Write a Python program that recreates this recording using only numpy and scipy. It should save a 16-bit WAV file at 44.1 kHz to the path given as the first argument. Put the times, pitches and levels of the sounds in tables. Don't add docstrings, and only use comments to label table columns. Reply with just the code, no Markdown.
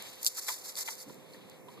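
import sys
import numpy as np
from scipy import signal
from scipy.fft import rfft, irfft, next_fast_len
from scipy.io import wavfile
from scipy.ndimage import map_coordinates

SR = 44100
rng = np.random.default_rng(int(sys.argv[2]) if len(sys.argv) > 2 else 0)


def pcm_store(signal):
    levels = np.round(np.clip(np.atleast_2d(signal), -1, 1) * 32767)
    wavfile.write(sys.argv[1], SR, levels.astype(np.int16).T)


N = 79380

# full_from_s, rise_s, hold_s, fall_s, level_db; rise and fall span 20 dB
RUB_STROKES = [(0.0, 0.016, 0.086, 0.3, -51.5), (0.221, 0.034, 0.05, 0.019, -46),
               (0.291, 0.0085, 0.007, 0.2, -42), (0.388, 0.065, 0.0066, 0.017, -34),
               (0.414, 0.023, 0.027, 0.059, -40.5), (0.484, 0.026, 0.017, .11, -31.5),
               (0.659, 0.055, 0.037, 0.079, -42.5), (.772, 0.02, 0.058, 0.0093, -37.5),
               (0.864, 0.046, 0.063, 0.042, -42), (.998, 0.066, 0.027, 0.034, -45.5),
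               (1.088, 0.055, 0.018, 0.15, -57.5), (1.337, 0.083, .015, 0.045, -61.5),
               (1.717, 0.018, 0.02, .04, -64.5)]
# freq_hz, level_db_per_hz
RUB_SPECTRUM = [(100, -47), (400, -13), (900, -11.5), (1500, -14), (2100, -8.5), (2800, -15.5),
                (3500, -11), (4500, -0.5), (7200, 1.5), (8700, -3.5), (10000, -1), (11800, -3), (13700, 2)]
# start_s, level_db, hold_s, t60_s, tilt_db_per_octave
FOAM_SNAPS = [(0.0236, -36, 0.00083, 0.0037, 10), (.155, -55, 0.0026, 0.004, 0),
              (0.2297, -33.5, 0.0009, 0.004, 4), (0.2312, -34.5, 0.0015, 0.0083, -1),
              (0.247, -25.5, 0.0012, 0.007, 4), (0.257, -28.5, 0.0012, 0.0041, 4.5),
              (0.2638, -26, 0.0009, 0.0013, -6.5), (0.265, -18, 0.00071, 0.004, -4),
              (0.2676, -21.5, 0.00083, .002, -8), (0.2696, -25, 0.009, 0.04, -2),
              (0.271, -17.5, 0.00049, 0.0011, -1), (0.7547, -38.5, 0.00099, 0.0022, -7.5),
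              (.953, -45, .001, .004, 1), (1.144, -49, .001, 0.0038, 4), (1.498, -48, 0.0006, 0.0073, -2),
              (1.516, -53, 0.00078, 0.0027, -9)]
# freq_hz, level_db_per_hz
SNAP_SPECTRUM = [(500, -31.5), (2300, -16), (3600, -8.5), (4600, 1.5), (5800, -1.5), (7400, 6.5),
                 (8600, -1), (9900, 2.5), (11800, -4), (13300, 6.5)]
# freq_hz, level_db, t60_s
BOX_MODES = [(554, 10, 0.036), (901, 6.5, 0.04), (995.5, 2, 0.055), (1183, -6, 0.05), (1390, -0.5, 0.037),
             (1800, -1, 0.035), (2026, 3.5, 0.055), (2297, 10, 0.031)]
# start_s, level_db (before KNOCK_TRIM_DB), centre_hz, width_octaves
BOX_KNOCKS = [(0.38, -41, 1460, 0.31), (0.4825, -30.5, 1700, 0.83), (.4868, -28, 1830, 0.86),
              (0.4905, -34.5, 1165, 0.15), (.5005, -36.5, 990, 0.12), (.772, -47, 900, 1),
              (.876, -34.5, 2130, 0.096), (.884, -34.5, 1570, 0.41), (.8845, -37, 880, 0.045),
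              (1.0957, -45.5, 1180, 0.45), (1.345, -51, 1830, 0.095), (1.684, -44.5, 1010, 0.07),
              (1.775, -52, 1190, 0.058)]
# freq_hz, level_db_per_hz
SCUFF_SPECTRUM = [(250, -29), (600, 4), (1100, -4), (2200, -9), (3300, 11), (5000, -10)]
# start_s, level_db (before the attack), pitch_hz
SETTLING_TICKS = [(1.105, -49, 4320), (1.335, -42, 4250), (1.513, -49.5, 4220), (1.704, -51.5, 4220)]
# time_s, level_db
RUMBLE_LEVEL = [(0, -66.5), (1.03, -88), (1.052, -53), (1.105, -49.5), (1.14, -57.5), (1.4, -57.5),
                (1.62, -57.5), (1.8, -55)]
# freq_hz, level_db_per_hz
RUMBLE_SPECTRUM = [(30, -27), (60, -21), (110, -5), (170, 1.5), (300, -3), (500, -5.5), (900, -37),
                   (2000, -69)]
# freq_hz, level_db_per_hz
ROOM_SPECTRUM = [(25, -35), (60, -12.5), (120, -2.5), (250, -2), (450, 2.5), (700, -3.5), (1050, -6.5),
                 (1500, -17), (2200, -9.5), (3200, -24.5), (4300, -34), (5500, -19), (9000, -19),
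                 (13800, -17.5)]
# pitch_hz, rms_db
HUM_LINES = [(397, -67), (457, -69.5), (518, -63.5)]
# time_s, level_db
HISS_ENVELOPE = [(0, -52), (.2, -60), (0.301, -64), (1.15, -68), (1.35, -65), (1.45, -64.5), (1.55, -65.5),
                 (1.621, -76.5), (1.68, -73), (1.78, -63)]
# freq_hz, level_db_per_hz
HISS_SPECTRUM = [(600, -4), (1500, -9), (2200, -3.5), (3200, 0), (4300, 0), (5500, -14), (12000, -38)]
# freq_hz, correlation (0-1)
RUB_LIKENESS = [(200, 0.9), (900, 0.97), (2200, 0.02), (4000, 0), (10000, 0.03)]
ROOM_LIKENESS = [(60, 0.029), (400, 0.46), (1000, 0.67), (3000, 0.013)]
RUMBLE_LIKENESS = [(100, 0.13), (500, 0.83)]
# freq_hz, share (0-1)
CROSS_SHARE = [(60, 0.69), (300, 0.11), (700, 0.99), (1400, 0.92), (3000, 1), (4500, 0.86), (6000, 0.24),
               (9000, 0.18), (14000, 0.14)]

GRAINS_PER_S, GRAIN_SPREAD_DB, GRAIN_POWER_SHARE, FLUTTER_DB = 3500, 5, 0.46, 1.34
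SQUEAKS_PER_S, SQUEAK_HZ, SQUEAK_OCTAVES, SQUEAK_T60_S = 1200, 6993, 0.5, 0.021
SQUEAK_DB, SQUEAK_SPREAD_DB = -6, 3.5
ROOM_DB, ROOM_WAVER_DB, HISS_WAVER_DB, HUM_WAVER_RAD = -57.5, 0.8, 1.5, 0.3
RUMBLE_WAVER_DB = 2.8
BUMP_S, BUMP_DB, BUMP_HZ, BUMP_OCTAVES_PER_S = 1.083, -46, 300, 18
BUMP_RISE_S, BUMP_FALL_S = 0.023, 0.012
SNAP_LEFT_DB = 2
CRACK_S, CRACK_DB, CRACK_HZ, CRACK_HALF_LENGTH_S = 0.26505, -3, 6100, 0.00012
KNOCK_TRIM_DB, KNOCK_ATTACK_S, KNOCK_ROUGHNESS = -19.0, 0.00088, 0.31
SCUFF_DB, SCUFF_T60_S = -2.5, 0.034
FIRM_KNOCK_DB, SCUFF_GROWTH_DB_PER_DB = -30, 0.24
TICK_T60_S, TICK_ATTACK_S, TICK_ROUGHNESS = 0.012, 0.0011, 0.3
FOAM_LAG_S, ROOM_LAG_S = 0.00014, 0.00019
MIC_BALANCE_DB = -0.5
CROSS_DELAY_S, TOP_HZ = 0.000337, 14000
AGC_DB, AGC_SHARE, AGC_ATTACK_S, AGC_RECOVER_DB_PER_S = -17.5, 0.31, 0.0071, 10.5


def amp(db):
    return 10 ** (np.asarray(db) / 20)


def unit(x):
    return x / np.sqrt(np.mean(x ** 2) + 1e-20)


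def along(points, hz):
    f, v = np.transpose(points)
    return np.interp(np.log(hz + 1), np.log(f + 1), v)


def wobble(knots_per_s):
    knots = rng.standard_normal(int(N * knots_per_s / SR) + 4)
    return map_coordinates(knots, [np.arange(N) * knots_per_s / SR])


def filtered(x, response):
    m = next_fast_len(N + SR // 2)
    return irfft(rfft(x, m) * response(np.fft.rfftfreq(m, 1 / SR)), m)[..., :N]


def add(track, start_s, sound):
    part = track[..., round(start_s * SR):][..., :sound.shape[-1]]
    part += sound[..., :part.shape[-1]]


def from_right(x, lag_s):
    side = np.array([[-1], [1]])
    return filtered(x, lambda hz: np.exp(1j * np.pi * hz * lag_s * side))


def at_mics(pair, spectrum, likeness):
    def response(hz):
        angle = np.arccos(along(likeness, hz)) / 2
        colour = amp(along(spectrum, hz)) * (hz < TOP_HZ)
        return colour * np.array([np.cos(angle), np.sin(angle)])

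    mid, side = filtered(pair, response)
    return unit(np.array([mid + side, mid - side]))


def squeaks():
    count = 4000
    u, z = rng.random((count, 2)), rng.standard_normal((count, 2))
    start_s = np.cumsum(-np.log(1 - u[:, 0])) / SQUEAKS_PER_S
    hz = np.clip(SQUEAK_HZ * 2 ** (SQUEAK_OCTAVES * z[:, :1]), 3600, TOP_HZ)
    k = np.arange(SR // 40)
    decay = amp(SQUEAK_SPREAD_DB * z[:, 1:] - 60 * k / SR / SQUEAK_T60_S)
    rings = decay * np.sin(2 * np.pi * hz * k / SR)
    at = ((start_s[:, None] * SR).astype(int) + k).ravel()
    left = u[:, 1:2]
    channels = [np.bincount(at, (rings * gain).ravel(), N)[:N] for gain in (left, 1 - left)]
    return unit(np.array(channels))


def rubbing():
    t = np.arange(N) / SR
    power = np.zeros(N)
    for full_s, rise_s, hold_s, fall_s, level_db in RUB_STROKES:
        rise_db = 20 * np.maximum((full_s - t) / rise_s, 0)
        fall_db = 20 * np.maximum((t - full_s - hold_s) / fall_s, 0)
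        power += amp(level_db - rise_db - fall_db) ** 2
    sizes = amp(GRAIN_SPREAD_DB * np.minimum(rng.exponential(size=(2, N)), 4))
    sizes *= rng.choice([-1, 1], (2, N))
    slips = unit(sizes * (rng.random((2, N)) < GRAINS_PER_S / SR))
    smooth = rng.standard_normal((2, N))
    friction = np.sqrt(GRAIN_POWER_SHARE) * slips + np.sqrt(1 - GRAIN_POWER_SHARE) * smooth
    rustle = at_mics(friction, RUB_SPECTRUM, RUB_LIKENESS) + amp(SQUEAK_DB) * squeaks()
    flutter = amp(FLUTTER_DB * wobble(119.9))
    return from_right(np.sqrt(power) * flutter * unit(rustle), FOAM_LAG_S)


def room():
    t = np.arange(N) / SR
    noise = at_mics(rng.standard_normal((2, N)), ROOM_SPECTRUM, ROOM_LIKENESS)
    air = amp(ROOM_DB + ROOM_WAVER_DB * wobble(16.35)) * noise
    hum = np.zeros(N)
    for hz, rms_db in HUM_LINES:
        phase = 2 * np.pi * hz * t + HUM_WAVER_RAD * wobble(6.67)
        hum += amp(rms_db) * np.sqrt(2) * np.sin(phase)
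    return from_right(air + hum, ROOM_LAG_S)


def hiss():
    level_db = np.interp(np.arange(N) / SR, *np.transpose(HISS_ENVELOPE))
    noise = at_mics(rng.standard_normal((2, N)), HISS_SPECTRUM, ROOM_LIKENESS)
    return amp(level_db + HISS_WAVER_DB * wobble(60.6)) * noise


def handling():
    t = np.arange(N) / SR
    since_s = t - BUMP_S
    hz = BUMP_HZ * 2 ** (BUMP_OCTAVES_PER_S * np.minimum(since_s, 0))
    swell = np.exp(-(since_s / np.where(since_s < 0, BUMP_RISE_S, BUMP_FALL_S)) ** 2)
    bump = amp(BUMP_DB) * swell * np.sin(2 * np.pi * np.cumsum(hz) / SR)
    level_db = np.interp(t, *np.transpose(RUMBLE_LEVEL))
    noise = at_mics(rng.standard_normal((2, N)), RUMBLE_SPECTRUM, RUMBLE_LIKENESS)
    return bump + amp(level_db + RUMBLE_WAVER_DB * wobble(30.1)) * noise


def snaps():
    out, t = np.zeros((2, N)), np.arange(SR // 25) / SR
    hz = np.fft.rfftfreq(len(t), 1 / SR)
    octaves = np.log2(hz / TOP_HZ + 0.0089)
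    for start_s, level_db, hold_s, t60_s, tilt_db in FOAM_SNAPS:
        colour = amp(along(SNAP_SPECTRUM, hz) + tilt_db * octaves) * (hz < TOP_HZ)
        grit = unit(irfft(rfft(rng.standard_normal((2, len(t)))) * colour, len(t)))
        add(out, start_s, grit * amp(level_db - 60 * np.maximum(t - hold_s, 0) / t60_s))
    out[0] *= amp(SNAP_LEFT_DB)
    since_s = np.arange(N) / SR - CRACK_S
    pulse = np.exp(-(since_s / CRACK_HALF_LENGTH_S) ** 2)
    out[1] += amp(CRACK_DB) * pulse * np.cos(2 * np.pi * CRACK_HZ * since_s)
    return signal.sosfilt(signal.butter(3, 2800, "high", fs=SR, output="sos"), out)


def knocks():
    out, t = np.zeros((2, N)), np.arange(SR // 8) / SR
    scuff_colour = amp(along(SCUFF_SPECTRUM, np.fft.rfftfreq(len(t), 1 / SR)))
    for start_s, level_db, centre_hz, octaves in BOX_KNOCKS:
        ring = np.zeros(len(t))
        for hz, mode_db, t60_s in BOX_MODES:
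            weight = np.exp(-0.5 * (np.log2(hz / centre_hz) / octaves) ** 2)
            drift = KNOCK_ROUGHNESS * np.cumsum(rng.standard_normal(len(t))) * np.sqrt(hz / SR)
            phase = 2 * np.pi * (hz * t + rng.random()) + drift
            ring += weight * amp(mode_db - 60 * t / t60_s) * np.sin(phase)
        grit = irfft(rfft(rng.standard_normal((2, len(t)))) * scuff_colour, len(t))
        scuff = unit(grit * amp(-60 * t / SCUFF_T60_S))
        scuff_db = SCUFF_DB + SCUFF_GROWTH_DB_PER_DB * (level_db - FIRM_KNOCK_DB)
        blow = unit(ring) + amp(scuff_db) * scuff
        blow *= 1 - np.exp(-t / KNOCK_ATTACK_S)
        add(out, start_s, amp(level_db + KNOCK_TRIM_DB) * unit(blow))
    high_pass = signal.butter(2, 400, "high", fs=SR, output="sos")
    return from_right(signal.sosfilt(high_pass, out), FOAM_LAG_S)


def ticks():
    out, t = np.zeros((2, N)), np.arange(SR // 30) / SR
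    for start_s, level_db, hz in SETTLING_TICKS:
        drift = TICK_ROUGHNESS * np.cumsum(rng.standard_normal(len(t))) * np.sqrt(hz / SR)
        envelope = amp(level_db - 60 * t / TICK_T60_S) * (1 - np.exp(-t / TICK_ATTACK_S))
        add(out, start_s, envelope * np.sin(2 * np.pi * hz * t + drift))
    return out


def scene():
    mix = rubbing() + room() + hiss() + handling() + snaps() + knocks() + ticks()
    return mix * amp([[MIC_BALANCE_DB], [-MIC_BALANCE_DB]])


def widen(x):
    def cross(hz):
        return along(CROSS_SHARE, hz) * np.exp(-2j * np.pi * hz * CROSS_DELAY_S)

    return x - filtered(x[::-1], cross)


def gain_control(x):
    peak_db = 20 * np.log10(np.abs(x).max(0) + 1e-9)
    excess_db = AGC_SHARE * np.maximum(peak_db - AGC_DB, 0)
    recovered_db = AGC_RECOVER_DB_PER_S * np.arange(N) / SR
    duck_db = np.maximum.accumulate(excess_db + recovered_db) - recovered_db
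    pole = np.exp(-1 / (AGC_ATTACK_S * SR))
    return x * amp(-signal.lfilter([1 - pole], [1, -pole], duck_db))


def record(dry):
    return filtered(gain_control(widen(dry)), lambda hz: hz < TOP_HZ)


dry = scene()
out = record(dry)
pcm_store(out)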